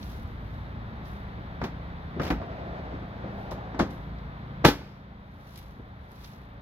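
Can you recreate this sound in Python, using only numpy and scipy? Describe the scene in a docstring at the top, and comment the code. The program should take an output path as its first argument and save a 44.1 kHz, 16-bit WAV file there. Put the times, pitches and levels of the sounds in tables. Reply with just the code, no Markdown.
"""A car's steel hood is lowered outdoors, knocks on its latch, is lifted, dropped, then slammed shut.
Each contact rings the panel, thumps the body and clinks the latch; hardness sets the shares.
Hinges rub, clothes rustle, catch and grit tick. Behind: open air and an engine idling some way off.
The slam makes the recorder's gain control turn everything down."""
import sys
import numpy as np
from scipy import signal
from scipy.fft import rfft, irfft, next_fast_len
from scipy.io import wavfile

SR = 44100
rng = np.random.default_rng(int(sys.argv[2]) if len(sys.argv) > 2 else 0)


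def log_audio(samples):
    """Write samples as a 16-bit WAV file to the path given in sys.argv[1]."""
    # one column per channel
    frames = np.atleast_2d(samples).T
    # limit to full scale, then quantise
    limited = np.clip(frames, -1, 1)
    pcm = np.round(limited * 32767).astype(np.int16)
    wavfile.write(sys.argv[1], SR, pcm)


N = 291501
TIME_S = np.arange(N) / SR
RING_S = TIME_S[:int(.8 * SR)]
HOOD_LAG_S, AMBIENT_LAG_S = .0001, .00029  # left port behind right
YARD_T60_S = .71

# two microphone ports: (frequency [Hz], left-right correlation [0..1])
PORT_LIKENESS = [(60, .993), (300, .93), (700, .72), (1500, .6), (3000, .45), (15000, .4)]
# port balance: (frequency [Hz], left minus right [dB])
PORT_LEAN = [(60, .2), (300, .8), (700, 1.8), (1300, .5), (2400, 1.4), (4400, -1.2), (8000, -1.5),
             (15000, -3)]
# noise spectra: (frequency [Hz], relative density [dB])
AIR_SPECTRUM = [(60, -0.5), (300, -3.5), (800, -1.5), (1300, -4.5), (2000, -9), (2800, -20), (3700, -17),
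                (4700, -28), (6300, -41.5), (8200, -55), (12500, -41.5), (16000, -47)]
RUMBLE_SPECTRUM = [(20, -29), (33, 6.5), (42, -9.5), (55, -0.5), (76, 2.5), (100, -2.5), (160, -9.5),
                   (240, -10), (400, -25.5), (1000, -75.5)]
CLOTH_SPECTRUM = [(300, 5), (1500, 1.5), (3800, 8.5), (6000, 1.5), (8200, -12), (10000, -5.5), (12700, 2.5),
                  (16000, -8.5)]
HINGE_SPECTRUM = [(120, -10), (280, -5.5), (450, -5.5), (670, -1), (1000, -11), (1600, -13), (3000, -27.5),
                  (5000, -36), (8000, -58.5), (16000, -62.5)]
LATCH_SPECTRUM = [(400, -29), (1500, -6), (3500, 9.5), (6000, 2.5), (8200, -12.5), (10500, -10),
                  (13000, -1.5), (16000, -8)]
PANEL_SPECTRUM = [(40, -21), (110, -6.5), (270, 3), (600, -2.5), (1300, -6.5), (2200, -9), (3600, -13),
                  (5500, -10), (8000, -49), (16000, -38)]
# outdoor air: (time [s], level [dB])
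AIR_LEVELS = [(0, -47.5), (1.2, -45), (4.3, -46.5), (6.6, -45)]
# idle hum: (order [x shaft rate], amplitude [dB])
IDLE_ORDERS = [(2, -47), (4, -47), (5, -47), (6, -48), (7, -49), (8, -56.5), (10, -60.5)]
# sleeves and trousers: (peak time [s], level [dB], rise [dB/s])
CLOTH_SWISHES = [(.13, -57, 8), (.56, -67.5, 60), (1.07, -59.5, 400), (3.42, -67.5, 110),
                 (3.91, -62.5, 300), (5.58, -51, 67), (6.25, -50, 91)]
# catch and grit underfoot: (time [s], level [dB], hardness [Hz])
SMALL_TICKS = [(0.028, -46.5, 5460), (1.055, -56.5, 5000), (3.906, -53, 9000), (4.186, -60, 5000),
               (5.558, -41, 9000), (5.576, -40, 13700), (5.589, -43, 14000), (6.117, -50, 13000),
               (6.156, -54, 13000), (6.245, -41, 6000), (6.335, -52, 6000)]
# hood on its hinges: (start [s], end [s], rub [dB], note [dB], start pitch [Hz], end pitch [Hz])
HINGE_SWINGS = [(2.19, 2.967, -43, -47.5, 685, 623.6), (3.213, 3.758, -44, -46, 773, 785)]
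# steel panel: (frequency [Hz], level [dB], t60 [s])
STEEL_MODES = [(186, -13, .2), (219, -17, .22), (250, -15, .2), (286, -9, .26), (357, -11, .2),
               (451, -7, .18), (490, -16, .17), (572, -15, .16), (606, -15, .19), (700, -20, .23),
               (834, -12, .2), (917, -11, .19), (1195, -20, .22), (1316, -14, .2), (1380, -18, .16),
               (1527, -15, .22), (1694, -19, .2), (1817, -18, .17), (1966, -16, .2), (2104, -19, .2),
               (2429, -19, .2), (2922, -24, .2), (3388, -19, .17)]
# car body on springs and mounts: (frequency [Hz], level [dB], t60 [s])
CAR_BODY_MODES = [(52.1, -3, 0.32), (76, -6.5, 0.45), (90.3, -27, 0.72), (146, 5, 0.096)]
# dense small panel modes: (frequency [Hz], t60 [s])
PANEL_DECAY = [(100, 0.24), (400, 0.1), (1500, 0.12), (5000, 0.057), (14000, 0.067)]
# light hood knocks: (time [s], level [dB], hardness [Hz])
HOOD_KNOCKS = [(1.376, -38, 368), (1.615, -27, 1500), (1.639, -27.5, 2500), (2.163, -29, 330),
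               (2.197, -21.5, 1320), (2.303, -21, 2330), (2.306, -16, 230), (2.415, -32, 970),
               (2.925, -33, 362), (3.020, -35.5, 900), (3.243, -32.5, 650), (3.513, -33, 1200),
               (3.744, -33, 1300), (5.793, -34, 380)]
# latch snapping over: (time [s], level [dB], hardness [Hz])
LATCH_SNAPS = [(1.638, -46, 6030), (2.232, -47, 13000), (2.249, -50, 14000), (3.51, -46.5, 12000),
               (3.792, -36.5, 8500), (3.809, -41.5, 8000), (4.651, -19.5, 14000), (4.662, -18, 12140),
               (4.671, -23, 14000), (4.682, -27.5, 14000)]
# drop, then slam: (time [s], level [dB], hardness [Hz], extra ring [dB], extra thump [dB],
# sink [dB re hit], rebound delay [s], rebound [dB re hit], rebound hardness [Hz])
HOOD_LANDINGS = [(3.796, -17.5, 1560, 0, -11, 0, 0.017, -8, 800),
                 (4.650, -8.5, 3960, 15, 13.5, -18.5, .034, -4.5, 4100)]
# first touches of a landing: (lead [s], level [dB re hit], hardness [x hit])
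FIRST_TOUCHES = [(.008, -11, 0.41), (0.003046, -2.5, 0.74)]


def from_db(db):
    """Decibels to gain."""
    return 10 ** (np.asarray(db) / 20)


def unit_rms(x):
    """Scale to rms 1."""
    return x / np.sqrt(np.mean(x ** 2) + 1e-20)


def at_hz(table, hz):
    """Interpolate on a log-frequency axis."""
    points_hz, values = np.transpose(table)
    return np.interp(np.log(np.maximum(hz, 1)), np.log(points_hz), values)


def add(track, time_s, sound):
    """Mix a sound in at a time."""
    start = int(time_s * SR)
    track[:, start:start + sound.shape[1]] += sound[:, :N - start]


def drift(rate_hz):
    """Low-passed random wander, rms 1."""
    hz = np.fft.rfftfreq(N, 1 / SR)
    return unit_rms(irfft(rfft(rng.standard_normal(N)) / (1 + (hz / rate_hz) ** 2), N))


def noise(spectrum, lag_s, size=N):
    """Coloured noise at both ports, rms 1; left lags."""
    padded = next_fast_len(size, real=True)
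    hz = np.fft.rfftfreq(padded, 1 / SR)
    mid, side = rfft(rng.standard_normal((2, padded)))
    likeness, ports = at_hz(PORT_LIKENESS, hz), np.array([[1], [-1]])
    pair = np.sqrt(1 + likeness) * mid + np.sqrt(1 - likeness) * side * ports
    gain = from_db(at_hz(spectrum, hz) + ports * at_hz(PORT_LEAN, hz) / 2) * (hz > 20)
    delay = np.exp(-1j * np.pi * hz * lag_s * ports)
    return unit_rms(irfft(pair * gain * delay, padded)[:, :size])


def decay(t60_s):
    """Free decay after a blow."""
    return np.exp(-np.log(1000) * RING_S / t60_s)


def swell(start_s, end_s, rise_db_per_s, fall_db_per_s):
    """Movement envelope: rise, hold at 1 from start to end, fall."""
    before_s, after_s = np.maximum(start_s - TIME_S, 0), np.maximum(TIME_S - end_s, 0)
    return from_db(-rise_db_per_s * before_s - fall_db_per_s * after_s)


def soften(x, hard_hz, q):
    """Springy contact: resonant low-pass, hardness as cut-off."""
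    w = 2 * SR * np.tan(np.pi * min(hard_hz, SR / 3) / SR)
    return signal.lfilter(*signal.bilinear([w * w], [1, w / q, w * w], SR), x)


def friction(spectrum, lag_s, grain_db, grain_hz):
    """Noise that catches and lets go many times a second."""
    return from_db(grain_db * drift(grain_hz)) * noise(spectrum, lag_s)


def air():
    """Open air: broad noise, slowly changing level."""
    level_db = np.interp(TIME_S, *np.transpose(AIR_LEVELS))
    return from_db(level_db) * noise(AIR_SPECTRUM, AMBIENT_LAG_S)


def engine(idle_hz=28.38, sag_hz_per_s=.08, rumble_db=-39, fade_db_per_s=.65):
    """Sagging idle: wavering low orders over a fading rumble."""
    shaft_hz = (idle_hz - sag_hz_per_s * TIME_S) * (1 + .0045 * drift(4.7))
    shaft_rad = 2 * np.pi * np.cumsum(shaft_hz) / SR
    hum = sum(from_db(db + 2.7 * drift(.9)) * np.sin(order * shaft_rad + rng.uniform(0, 2 * np.pi))
              for order, db in IDLE_ORDERS)
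    return hum + from_db(rumble_db - fade_db_per_s * TIME_S) * noise(RUMBLE_SPECTRUM, AMBIENT_LAG_S)


def clothes():
    """Cloth slides on cloth, one swell per movement."""
    motion = sum(from_db(db) * swell(peak_s, peak_s, rise_db_per_s, fall_db_per_s=84)
                 for peak_s, db, rise_db_per_s in CLOTH_SWISHES)
    return motion * friction(CLOTH_SPECTRUM, HOOD_LAG_S, grain_db=2, grain_hz=130)


def ticks():
    """Catch and grit: tiny, dry, bright contacts."""
    out = np.zeros((2, N))
    for time_s, level_db, hard_hz in SMALL_TICKS:
        tick = noise(CLOTH_SPECTRUM, HOOD_LAG_S, size=len(RING_S)) * decay(t60_s=.044)
        add(out, time_s, from_db(level_db) * soften(tick, hard_hz, q=1.8))
    return out


def hinge_note(hz, width_hz):
    """Friction noise in one narrow, gliding resonance."""
    phase_rad = 2 * np.pi * np.cumsum(hz) / SR - 2 * np.pi * hz * np.array([[AMBIENT_LAG_S], [0]])
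    return drift(width_hz) * np.cos(phase_rad) + drift(width_hz) * np.sin(phase_rad)


def hinges():
    """Hinges rub through each swing; the note glides with hood angle, loudest halfway."""
    out, rub = 0, friction(HINGE_SPECTRUM, AMBIENT_LAG_S, grain_db=1.2, grain_hz=15)
    for start_s, end_s, rub_db, note_db, start_hz, end_hz in HINGE_SWINGS:
        travel = np.clip((TIME_S - start_s) / (end_s - start_s), 0, 1)
        note = hinge_note(start_hz + (end_hz - start_hz) * travel, width_hz=60)
        out += from_db(rub_db) * swell(start_s, end_s, rise_db_per_s=160, fall_db_per_s=63.5) * rub
        out += from_db(note_db) * np.sin(np.pi * travel) * note
    return out


def latch_clink(yard_db=-29):
    """Short, bright latch ring with a faint yard tail."""
    envelope = decay(t60_s=.15) + from_db(yard_db) * decay(YARD_T60_S)
    return noise(LATCH_SPECTRUM, HOOD_LAG_S, size=len(RING_S)) * envelope


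def struck_modes(table, spread_db):
    """Damped sines of alternating sign; higher ones differ more between ports."""
    hz, db, t60_s = np.transpose(table)[:, :, None]
    envelope = from_db(db + spread_db * rng.standard_normal(hz.shape)) * decay(t60_s)
    envelope[1::2] *= -1
    lean = from_db(at_hz(PORT_LEAN, hz) / 2)
    scatter_rad = np.sqrt(1 - at_hz(PORT_LIKENESS, hz)) * rng.standard_normal(hz.shape) / 2
    left = lean * np.sin(2 * np.pi * hz * np.maximum(RING_S - HOOD_LAG_S, 0) + scatter_rad)
    right = np.sin(2 * np.pi * hz * RING_S - scatter_rad) / lean
    return np.sum(envelope * [left, right], axis=1)


def panel_crash(build_s=.00021, yard_db=-22):
    """Dense small modes build as the wave crosses the sheet; lows ring longest."""
    out, rest = 0, noise(PANEL_SPECTRUM, HOOD_LAG_S, size=len(RING_S))
    yard = from_db(yard_db) * decay(YARD_T60_S)
    for top_hz in 125 * 2 ** np.arange(8):
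        octave = signal.sosfiltfilt(signal.butter(2, top_hz, fs=SR, output="sos"), rest)
        rest = rest - octave
        out += octave * (decay(at_hz(PANEL_DECAY, top_hz / np.sqrt(2))) + yard)
    return out * (1 - np.exp(-RING_S / build_s))


def contact(level_db, hard_hz, extra_ring_db=0, extra_thump_db=0, metal_hz=2960):
    """One blow: panel crash and ring, body thump, latch clink. Harder clinks more."""
    octaves = np.log2(hard_hz / metal_hz)  # re metal-on-metal hardness
    ring = from_db(-9.5 + .5 * octaves + extra_ring_db) * struck_modes(STEEL_MODES, spread_db=0)
    sheet = soften(panel_crash() + ring, hard_hz, q=max(.71 - .18 * octaves, .5))
    thump = from_db(-15.5 + extra_thump_db) * struck_modes(CAR_BODY_MODES, spread_db=4.5)
    clink = from_db(-17.5 + 10 * octaves) * soften(latch_clink(), 6.6 * hard_hz, q=.87)
    return from_db(level_db) * (sheet + thump + clink)


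def hood(scrape_s=2.219, slip_s=.015, stops_delay_s=.00595, stops_hz=260, pressed_ring_db=-9.5):
    """Knocks, catch scrape, two landings (touch, hit, sink into rubber stops, rebound), latch snaps."""
    out = np.zeros((2, N))
    for time_s, level_db, hard_hz in HOOD_KNOCKS:
        add(out, time_s, contact(level_db, hard_hz))
    for slip, jitter in enumerate(rng.uniform(-.2, .2, size=5)):  # safety catch slips over its ramp
        add(out, scrape_s + slip_s * (slip + jitter), contact(level_db=-33.5, hard_hz=3680))
    for time_s, level_db, hard_hz, ring_db, thump_db, sink_db, *rebound in HOOD_LANDINGS:
        rebound_s, rebound_db, rebound_hz = rebound
        for lead_s, touch_db, share in FIRST_TOUCHES:
            add(out, time_s - lead_s, contact(level_db + touch_db, hard_hz * share, pressed_ring_db))
        add(out, time_s, contact(level_db, hard_hz, ring_db, thump_db))
        add(out, time_s + stops_delay_s, contact(level_db + sink_db, stops_hz, pressed_ring_db))
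        add(out, time_s + rebound_s, contact(level_db + rebound_db, rebound_hz, pressed_ring_db))
    for time_s, level_db, hard_hz in LATCH_SNAPS:
        add(out, time_s, from_db(level_db) * soften(latch_clink(), hard_hz, q=1))
    return out


def scene():
    """Hood and handling over open air and idle."""
    return air() + hood() + ticks() + hinges() + clothes() + engine()


def gain_control(x, threshold_db, max_cut_db, release_db_per_s, attack_s):
    """Loud sound pulls the gain down fast; it creeps back."""
    pole = np.exp(-1 / (attack_s * SR))
    smoother = [1 - pole], [1, -pole]
    level_db = 10 * np.log10(signal.lfilter(*smoother, np.mean(x ** 2, axis=0)) + 1e-12)
    over_db = np.clip(level_db - threshold_db, 0, max_cut_db)
    held_db = np.maximum.accumulate(over_db + release_db_per_s * TIME_S) - release_db_per_s * TIME_S
    return x * from_db(-signal.lfilter(*smoother, held_db))


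def record(dry, low_cut_hz=39, stopband_hz=17100):
    """Microphone bass cut, gain control, soft clip, steep low-pass."""
    heard = signal.sosfilt(signal.butter(4, low_cut_hz, "high", fs=SR, output="sos"), dry)
    levelled = gain_control(heard, threshold_db=-16, max_cut_db=6.5, release_db_per_s=.15, attack_s=.005)
    rounded = levelled / (1 + levelled ** 4) ** (1 / 4)
    return signal.sosfilt(signal.cheby2(20, 70, stopband_hz, fs=SR, output="sos"), rounded)


dry = scene()
out = record(dry)
log_audio(out)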